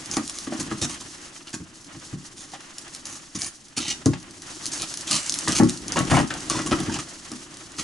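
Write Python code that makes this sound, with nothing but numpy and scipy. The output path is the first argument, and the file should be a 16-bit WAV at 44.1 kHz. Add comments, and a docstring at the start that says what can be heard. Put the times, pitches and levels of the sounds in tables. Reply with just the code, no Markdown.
"""Heavy clothing rustles and grit trickles over a faint rumble, while wood snaps, tears and is knocked with an axe
throughout. A worker pries at the nailed boards of a ceiling in a small wood-lined room, heard from close by.
Rustling is many tiny random contacts; snaps are very short noise bursts; tears are clumps of tiny jerks.
Knocks add the decaying notes of joists and boards to a clattering contact and a short hollow tock.
Early echoes and a dense, fading room tail follow every wood sound."""
import sys
import numpy as np
from scipy import signal
from scipy.fft import next_fast_len
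from scipy.io import wavfile
from scipy.ndimage import uniform_filter1d

SR = 44100
rng = np.random.default_rng(int(sys.argv[2]) if len(sys.argv) > 2 else 0)


def inscribe(sig):
    """Save sig as 16-bit PCM at rate SR to the path in sys.argv[1].

    A 1-D sig is mono; a 2-D sig holds one channel per row.
    Samples are clipped to [-1, 1] before scaling.
    """
    pcm = np.round(np.clip(np.atleast_2d(sig).T, -1, 1) * 32767)
    wavfile.write(sys.argv[1], SR, pcm.astype(np.int16))


N = 345303  # length in samples


def amp(db):
    """Turns decibels into a plain multiplier."""
    return 10 ** (np.asarray(db) / 20)


def rms(x):
    """The average strength of a sound, kept just above zero so that we can divide by it."""
    return np.sqrt(np.mean(x ** 2) + 1e-20)


def read(points, hz):
    """A spectrum's value at hz; the frequency axis is logarithmic, as pitch is to the ear."""
    f, value = np.transpose(points)
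    return np.interp(np.log(hz + 1), np.log(f + 1), value)


def along(curve, s, column=1):
    """The value at time s of a curve that changes over time."""
    points = np.transpose(curve)
    return np.interp(s, points[0], points[column])


def add(mix, s, sound):
    """Adds a stereo sound to the mix at time s, cut off at the end of the mix."""
    part = mix[:, max(round(s * SR), 0):][:, :sound.shape[1]]
    part += sound[:, :part.shape[1]]


def response(points, size=4096):
    """The short click that carries a colour: its energy comes as early as the colour allows."""
    log_gain = np.log(amp(read(points, abs(np.fft.fftfreq(size, 1 / SR)))))
    spectrum = np.exp(np.conj(signal.hilbert(log_gain)))
    return np.fft.ifft(spectrum).real[:size // 2]


def colour(x, points):
    """Filters a sound so that its bass, middle and treble follow the colour's levels."""
    return signal.fftconvolve(x, response(points))[:len(x)]


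def grains(n, per_s, spread_db, largest=4):
    """Tiny fractures or contacts at random moments; with a positive spread a few are much larger than the rest."""
    chance, size, sign = rng.random(n), rng.exponential(1, n), rng.choice([-1, 1], n)
    happens = chance < per_s / SR
    return happens * sign * amp(spread_db * np.minimum(size, largest))


def ports(x, side_db):
    """Two ears: side_db makes the left louder; the left also leads in phase, more so beyond 1 dB to its side."""
    z = signal.hilbert(x, next_fast_len(len(x)))[:len(x)]
    lead = .25 + .16 * max(side_db - 1, 0)  # radians
    turn = np.exp(.5j * lead) * amp(side_db / 2)
    return np.array([(z * turn).real, (z / turn).real])


def rub(level_db, points, per_s, spread_db, flutter_db, apart, side_db):
    """Many small contacts under a level that flutters as cloth folds and slides."""
    flutter = uniform_filter1d(rng.standard_normal(N), size=900)
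    flutter = uniform_filter1d(flutter, size=500)
    drive = amp(flutter_db * flutter / rms(flutter))
    near, wide = (colour(grains(N, per_s, spread_db) * drive, points) for _ in range(2))
    centre = ports(near / rms(near), side_db)
    sides = apart * np.array([[1], [-1]]) * wide / rms(wide)  # opposite left and right: sounds wide
    return amp(level_db) * (centre + sides)


# Clothing and grit as the worker moves, before the gains in rustle: [t/s, swish level/dB, low body level/dB]
CLOTH_MOVES = [(0.0, -39.5, -44.5), (0.5, -42, -52), (0.67, -39, -42), (1.26, -44, -53.5),
               (1.63, -50.5, -57), (2.09, -44.5, -50.5), (2.2, -48, -53), (3.05, -44.5, -53.5),
               (3.62, -52, -59), (3.81, -49.5, -55), (3.97, -43, -46.5), (4.14, -50.5, -49.5),
               (4.4, -45, -51), (4.78, -35.5, -46.5), (5.19, -39, -53), (5.49, -34.5, -41),
               (5.63, -40.5, -43), (5.89, -40.5, -40.5), (6.15, -35, -30.5), (6.3, -41.5, -43),
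               (6.52, -37.5, -43.5), (6.76, -40.5, -33), (7.13, -42.5, -49.5), (7.83, -46.5, -51.5)]
# Colour of the high swish: [f/Hz, level/dB]
SWISH_COLOUR = [(500, -34), (1800, -39), (3000, -7.5), (4200, 0), (6400, 4), (7800, -0.5), (11000, -6)]
# Colour of the low, soft part of the cloth sound: [f/Hz, level/dB]
CLOTH_BODY_COLOUR = [(20, -23), (45, -8.5), (80, -8.5), (140, -4.5), (210, -6.5), (300, -0.5), (350, -2),
                     (450, -20), (800, -20.5), (2000, -45)]
# Colour of the rubbing, also that of boards scraping in a tear: [f/Hz, level/dB]
RASP_COLOUR = [(300, -34.5), (480, -2.5), (600, -1), (900, -1), (1230, 2), (1500, 0), (1880, 1),
               (2300, -3.5), (3000, -0.5), (4500, -12.5), (10000, -25)]


def rustle(swish_gain_db=-0.5, body_gain_db=2.0, rub_gain_db=-3, rub_weight=0.29):
    """Clothing swishes high, rubs in the middle and rustles softly low, while grit trickles from the ceiling."""
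    t = np.arange(N) / SR
    swish_db, body_db = along(CLOTH_MOVES, t), along(CLOTH_MOVES, t, column=2)
    # the rubbing follows both levels; rub_weight is the share that follows the body
    rub_db = swish_db + rub_weight * (body_db - swish_db) + rub_gain_db
    swish = rub(swish_db + swish_gain_db, SWISH_COLOUR, per_s=9000, spread_db=1.5,
                flutter_db=2.5, apart=0.4, side_db=0.0)
    rubbing = rub(rub_db, RASP_COLOUR, per_s=5000, spread_db=-0.5,
                  flutter_db=2.66, apart=0.67, side_db=-1.0)
    body = rub(body_db + body_gain_db, CLOTH_BODY_COLOUR, per_s=2700, spread_db=3.0,
               flutter_db=1.6, apart=.12, side_db=1.05)
    return swish + rubbing + body


def rumble(db=-62):
    """A faint, steady low rumble: random noise with little treble, different in each ear."""
    low = [(15, 6), (45, -11), (120, -15.0), (300, -4), (900, -59)]  # f/Hz, level/dB
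    x = np.array([colour(rng.standard_normal(N), low) for _ in range(2)])
    return amp(db) * x / rms(x)


def small_snaps(per_s=5.2, above_db=15, spread_db=0.5):
    """Lesser fibres break at random moments, louder while the worker moves more: [t/s, level/dB]."""
    draws = rng.random((200, 2))[:round(per_s * N / SR)]
    s = draws[:, 0] * N / SR
    level_db = along(CLOTH_MOVES, s) + above_db + spread_db * (2 * draws[:, 1] - 1)
    return list(zip(s, level_db))


# The loudest splinters snapping, peaks before the gain in snaps: [t/s, level/dB]
LOUD_SNAPS = [(.0584, -19.5), (.113, -14.5), (.168, -11.5), (.2769, -18), (.2962, -14.5), (.3855, -18.5),
              (.598, -20), (2.605, -31), (2.7819, -20.5), (2.8799, -30), (2.9476, -24), (3.054, -21),
              (3.418, -12), (3.4444, -18), (4.0579, -8.5), (4.4192, -25), (4.6559, -13.5), (4.6643, -15),
              (4.8193, -10.5), (4.9392, -15.5), (4.9724, -17.5), (5.1118, -3.5), (5.129, -9), (5.153, -5.5),
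              (5.1637, -13), (5.2949, -6), (5.322, -11.5), (5.3401, -7.5), (5.357, -23), (5.3876, -9.5),
              (5.481, -6.5), (5.5205, -8.5), (5.6335, -12), (5.6952, -11.5), (5.8809, -16), (5.9206, -10.5),
              (5.9898, -9.5), (6.3387, -18), (6.4982, -5), (6.8019, -17.5), (7.3165, -23)]


def snaps(level_db=2.5, break_s=0.00086, loud_db=-5, slowing=0.4, after_db=-15, after_s=0.011):
    """A strong fibre breaks in about a millisecond, high and thin, a weak one more slowly; neighbours follow faintly."""
    out, t = np.zeros((2, N)), np.arange(2 ** 11) / SR
    thin = [(300, -68), (1200, -16), (2500, -13.5), (3800, -4.5), (4900, 1),
            (6400, 1.5), (7800, -3.5), (9300, -3.0), (11000, -7)]  # f/Hz, level/dB
    for s, db in list(LOUD_SNAPS) + small_snaps():
        fade_s = break_s * amp(slowing * (loud_db - db))
        crack = rng.standard_normal(len(t)) * np.exp(-t / fade_s)
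        after = rng.standard_normal(len(t)) * amp(after_db) * np.exp(-t / after_s)
        x = colour(crack + after, thin)
        add(out, s + 0.00077, ports(amp(db + level_db) * x / abs(x).max(), -.3))
    return out


# Natural notes of joists (deepest), bending boards and the boards' upper ring,
# before small random shifts: [f/Hz, level/dB, time to fade by 60 dB/s]
WOOD_MODES = [(64, -18, 0.48), (87.8, -7, 0.25), (112.4, 5, 0.12), (142.8, 4, 0.18), (181.4, 1.5, 0.24),
              (216, -4, 0.2), (248.4, 0.5, 0.19), (282.8, -3, 0.19), (313.5, -0.5, 0.16), (350.7, -7, 0.17),
              (415, -10, 0.1), (530, -5, 0.1), (590, -3, 0.11), (787, -3.5, 0.075), (937, -1.5, 0.091),
              (1098, -2, 0.11), (1174, 0.5, 0.078), (1270, 0.5, 0.13), (1388, -5, 0.21), (1645, 2.5, 0.054),
              (1913, 5.5, 0.057), (2590, -4.5, 0.05), (2955, -2, 0.082)]


def board(t, detune=0.018, uneven_db=1.5):
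    """Deep, middle and upper notes of the wood; each place struck tunes and weights them a little differently."""
    hz, db, t60 = np.transpose(WOOD_MODES)[:, :, None]
    shift, weight, phase = rng.standard_normal((3, len(hz), 1))
    fading = amp(db + uneven_db * weight - 60 * t / t60)
    modes = fading * np.sin(2 * np.pi * (hz * (1 + detune * shift) * t + phase))
    family = np.digitize(hz[:, 0], [200, 480])  # borders in Hz between deep, middle and upper
    return [modes[family == k].sum(0) for k in range(3)]


def ringing(force, points, share):
    """A force heard through a broad colour and through the board's upper notes."""
    broad = colour(force, points)
    upper = board(np.arange(len(force)) / SR)[2]
    narrow = signal.fftconvolve(force, upper)[:len(force)]
    return broad / rms(broad) + share * narrow / rms(narrow)


# Wood tearing and scraping, levels before the gains in tears:
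# [start t/s, end t/s, fibre crackle level/dB, board rasp level/dB, lift of thick splinters level/dB]
WOOD_TEARS = [(0.113, 0.169, -31, -39.5, 2), (0.338, 0.413, -40, -47, 3), (0.599, 0.615, -28.5, -36, -5),
              (0.814, 0.852, -23.5, -32.5, 0), (.894, 0.949, -35, -43.5, 3), (1, 1.024, -39.5, -45.5, 3),
              (1.469, 1.485, -39, -49, 15), (1.53, 1.555, -32, -43.5, 1), (2.369, 2.449, -41.5, -55, 0),
              (3.053, 3.173, -39, -48, -3.5), (3.348, 3.375, -31, -46, 0), (3.387, 3.48, -32, -45, 0),
              (3.765, 3.792, -24, -37, 3), (3.801, 3.883, -31, -39.5, 12.5), (3.878, 3.924, -25, -40, 9.5),
              (4.715, 4.762, -29.5, -51, -4.5), (4.797, 4.842, -33.5, -39.5, 16),
              (5.07, 5.111, -29.5, -41.5, 5), (5.106, 5.177, -23, -31, 8.5), (5.179, 5.288, -33, -50, 0),
              (5.475, 5.542, -29, -32, 9), (5.549, 5.593, -21.5, -31, 4.5), (5.686, 5.705, -31, -54, -1),
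              (5.957, 5.998, -29.5, -23.5, 8), (6.096, 6.205, -29, -23.5, 5),
              (6.311, 6.377, -52, -37.5, -11), (6.5, 6.616, -32.5, -31, 9), (6.661, 6.679, -28, -32, 0),
              (6.71, 6.732, -30.5, -21.5, 12), (6.741, 6.91, -40.5, -36.5, 10),
              (6.917, 6.971, -32, -38, 6.5), (6.985, 7.006, -32, -42, 3), (7.78, 7.821, -29.5, -35, 8)]
# Colour of breaking fibres: [f/Hz, level/dB]
FIBRE_COLOUR = [(300, -26), (1000, -16), (2200, -6), (3100, -4.5), (3900, -4.5), (5000, -1), (6400, 4.5),
                (7700, -2.5), (9500, -4), (11000, -10)]
# Colour of the shuddering joists: [f/Hz, level/dB]
SHUDDER_COLOUR = [(25, -20), (60, -2), (115, -4.5), (150, -1), (200, -2), (280, 1.5), (340, 3),
                  (450, -18.5), (700, -23), (2000, -52)]
# Where the work lies, left positive; tears use it for the shudder, knocks for each blow: [t/s, left-right level/dB]
WORK_SIDE = [(0, .5), (3.7, 0), (4.1, 2.5), (5.1, -2), (5.6, 3), (6.15, 3.5), (6.5, 1.7), (7.8, 1)]


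def tears(rise=0.0011, release=0.006, linger=0.05, sag_db=3.0, clump_db=2.5, crackle_db=-1, rasp_db=-4.5,
          shudder_db=-3, thick_hz=3050, thick_octaves=0.77, uneven_db=3.0):
    """Fibres give way in clumps; the same jerks rasp the board and shudder the joists; long tears fade more slowly."""
    out, t = np.zeros((2, N)), np.arange(2 ** 13 + 2 ** 12) / SR
    hz = np.geomspace(100, SR / 2, num=80)
    thick = np.exp(-(np.log2(hz / thick_hz) / thick_octaves) ** 2)
    for start, end, fibre_db, board_db, thick_db in WOOD_TEARS:
        length = max(end - start, .01)
        clumps = uniform_filter1d(rng.standard_normal(len(t)), size=200)
        strain = 1 - np.exp(-t / rise)
        strain *= np.exp(-np.maximum(t - length, 0) / (release + linger * length))
        strain *= amp(clump_db * clumps / rms(clumps) - sag_db * t / length)
        jerks = strain * grains(len(t), per_s=4200, spread_db=2.5)
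        # each break has its own resonances
        splinters_db = thick_db * thick + uneven_db * rng.standard_normal(len(hz))
        crackle = colour(jerks, np.column_stack([hz, read(FIBRE_COLOUR, hz) + splinters_db]))
        rasp = ringing(jerks, RASP_COLOUR, share=0.65)
        shudder = colour(jerks, SHUDDER_COLOUR)
        for x, db, side_db in ((crackle, fibre_db + crackle_db, -.7),
                               (rasp, board_db + rasp_db, -.5),
                               (shudder, board_db + shudder_db, along(WORK_SIDE, start))):
            add(out, start, ports(amp(db) * x / rms(x[t < length]), side_db))
    return out


def note(t, db, hz, t60=0.066, split=0.066, rise=0.00059, early=0.01):
    """A piece's own note: three close tones that beat and die fast, a short hollow tock."""
    ratio, size = 1 + split * np.array([[-1], [0], [1]]), np.array([[.5], [1], [.5]])
    x = (size * np.sin(2 * np.pi * (hz * ratio * t + rng.random((3, 1))))).sum(0)
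    x = x * amp(-60 * t / t60) * (1 - np.exp(-t / rise))
    return amp(db) * x / rms(x[t < early])


def chips(per_s=40, level_db=-7, spread_db=6.0, low_hz=650, high_hz=2300):
    """Chips break off while wood tears; each ticks against the boards at its own pitch, from its own side."""
    out, t = np.zeros((2, N)), np.arange(2 ** 12) / SR
    for start, end, _, board_db, _ in WOOD_TEARS:
        draws = rng.random((20, 4))
        count = round(per_s * max(end - start, 0))
        for place, pitch, size, side in draws[:count]:
            hz = low_hz * (high_hz / low_hz) ** pitch
            tick = note(t, board_db + level_db + spread_db * (2 * size - 1), hz)
            add(out, start + place * (end - start), ports(tick, 10 * (side - .5)))
    return out


def thud(t, knock_db, boom_db, contact=0.0054, joist_lag=0.01, early=0.032):
    """The board takes a few milliseconds to bend; the heavy joists build up more slowly."""
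    boom, knock, _ = board(t)
    boom = boom * np.sin(np.pi / 2 * np.minimum(t / joist_lag, 1)) ** 2
    knock = knock * np.sin(np.pi / 2 * np.minimum(t / contact, 1)) ** 2
    return amp(boom_db) * boom / rms(boom[t < early]) + amp(knock_db) * knock / rms(knock[t < early])


# Colour of the hard, clattering contact: [f/Hz, level/dB]
CLACK_COLOUR = [(300, -19), (480, -7), (590, 1.5), (680, -1.5), (790, -1.5), (960, -5), (1200, -3),
                (1550, -4), (1880, 0.5), (2250, -6), (2800, -4), (4500, -12), (7000, -13), (11000, -29)]


def clack(t, db, hardness_db, t60=0.093, early=0.015):
    """A chattering contact sets off the upper notes; lower hardness gives less treble, as soft, damp wood does."""
    contact = grains(len(t), 5000, 2.6) * amp(-60 * t / t60) * (1 - np.exp(-t / 0.0014))
    x = ringing(contact, CLACK_COLOUR, share=0.47)
    x = colour(x, [(20, 0), (1000, 0), (4000, 4 * hardness_db), (11000, 3 * hardness_db)])
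    return amp(db) * x / rms(x[t < early])


# Blows on wood, levels before the gains in knocks:
# [t/s, knock level/dB, deep boom level/dB, clack level/dB, struck piece's note f/Hz, note level/dB]
BLOWS = [(.168, -21, -37, -26, 1154, -29), (.469, -27.5, -45, -39, 1150, -40),
         (.522, -26.5, -53, -30.5, 760, -33), (.588, -31, -37, -50, 1570, -44),
         (.712, -25, -34, -32.5, 1237, -33), (.817, -28.5, -28, -42, 1110, -48),
         (1.536, -34, -40, -42, 1613, -37), (1.6, -38.5, -35.5, -57, 1120, -60),
         (1.945, -42.5, -42, -45, 626, -53), (2.127, -33, -28.5, -47.5, 1150, -54),
         (2.535, -49, -62, -38, 786, -36), (3.35, -32.5, -35, -47, 1250, -50),
         (3.772, -30.5, -38, -51, 1240, -43), (4.059, -12, -14.5, -27.5, 454, -20),
         (4.132, -51, -36, -32, 850, -39), (5.474, -22, -28.5, -24.5, 1840, -29),
         (5.598, -9.5, -20.5, -21.5, 817, -23.5), (5.622, -11, -17, -28.5, 556, -28),
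         (5.967, -33, -36, -20, 1117, -31), (6.0, -25, -23, -29, 1112, -29),
         (6.113, -25, -15.5, -18, 1130, -27), (6.135, -20, -19.5, -19, 1114, -28),
         (6.168, -23, -32, -16.5, 930, -20), (6.198, -19, -25.5, -29.5, 812, -24.5),
         (6.303, -47, -42, -26.5, 1530, -31), (6.499, -43, -55, -33, 1150, -26.5),
         (6.545, -28.5, -29.5, -39, 1281, -41), (6.588, -30, -34, -30, 1397, -32),
         (6.714, -19.5, -27, -24, 750, -30), (6.8, -23.5, -27, -46, 745, -42),
         (6.88, -25.5, -26.5, -54, 1813, -51), (6.959, -52, -35, -34.5, 826, -35.5),
         (6.989, -52, -54, -35, 1270, -34), (7.314, -32, -45, -40.5, 1200, -51)]
# Every blow lands a second time, weaker and duller: delay in s, drop of the thud and of the clack in dB
REBOUND_S, REBOUND_DB, REBOUND_CLACK_DB = .023, -6.5, -14.5
# Treble setting at the reference knock level (both dB), and how much it falls per dB of harder knock
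HARDNESS_DB, HEAVY_DB, DULLING = -3, -25.5, 0.18


def knocks(thud_db=-4.0, clack_db=-2.5, note_db=-2.0, clack_side_db=0.0):
    """The axe head and loose boards strike and rebound; heavier blows clack with less treble."""
    out, t = np.zeros((2, N)), np.arange(2 ** 14) / SR
    for s, knock_db, boom_db, db, ring_hz, ring_db in BLOWS:
        side_db = along(WORK_SIDE, s)
        hardness_db = HARDNESS_DB - DULLING * (knock_db - HEAVY_DB)
        for at, low_db, high_db in ((s, 0, 0), (s + REBOUND_S, REBOUND_DB, REBOUND_CLACK_DB)):
            low = amp(low_db + thud_db) * thud(t, knock_db, boom_db)
            high = clack(t, db + clack_db, hardness_db) + note(t, ring_db + note_db, ring_hz)
            add(out, at, ports(low, side_db) + ports(amp(high_db) * high, side_db + clack_side_db))
    return out


def walls(x, db=-12, first_s=.0012, last_s=.014):
    """The first few echoes, off the worker's arms and the nearest boards, differ in each ear."""
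    at, sign = rng.random((2, 8)), rng.choice([-1, 1], (2, 8))
    taps = np.zeros((2, 2 ** 10))
    places = ((first_s + at * (last_s - first_s)) * SR).astype(int)
    np.put_along_axis(taps, places, sign / np.sqrt(8), 1)
    echoes = signal.oaconvolve(x, taps, axes=1)[:, :N]
    # small surfaces throw back only the shorter waves
    return amp(db) * signal.sosfilt(signal.butter(2, 900, "highpass", fs=SR, output="sos"), echoes)


# How long the room rings: [f/Hz, time to fade by 60 dB/s]
ROOM_FADE = [(100, 0.41), (300, 0.22), (800, 0.26), (2200, 0.21), (6000, 0.28), (11000, 0.17)]
# Strength of the room's tail: [f/Hz, level/dB]
ROOM_LEVEL = [(100, -15), (350, -14.5), (700, -11.5), (2200, -7.5), (6000, -12), (11000, -6)]


def room(x, gap=.004):
    """Close wooden walls: dense echoes, different in each ear, each band dying at its own speed."""
    n = SR // 2
    taps = rng.standard_normal((2, n)) * (rng.random((2, n)) < 3000 / SR)
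    hz, t, z = signal.stft(taps, SR, nperseg=256)
    decay = amp(-60 * t / np.clip(read(ROOM_FADE, hz), .05, .6)[:, None])
    decay /= np.sqrt(np.mean(decay ** 2, axis=1, keepdims=True))
    shaped = z * decay * amp(read(ROOM_LEVEL, hz))[:, None]
    tail = signal.istft(shaped, SR, nperseg=256)[1] / np.linalg.norm(taps[0])
    delayed = np.pad(tail, ((0, 0), (round(gap * SR), 0)))
    return signal.fftconvolve(x, delayed, axes=1)[:, :N]


def scene():
    """The work on the ceiling, its echoes and room sound, the worker's clothing and the rumble."""
    wood = knocks() + tears() + snaps() + chips()
    return wood + walls(wood) + room(wood) + rustle() + rumble()


def record(dry, ceiling=0.64, edge_hz=11200):
    """Rounds off the loudest peaks, then removes the treble above edge_hz."""
    rounded = ceiling * np.tanh(dry / ceiling)
    lowpass = signal.firwin(401, edge_hz, window=("kaiser", 8), fs=SR)
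    return signal.oaconvolve(rounded, lowpass[None], "same")


dry = scene()
out = record(dry)
inscribe(out)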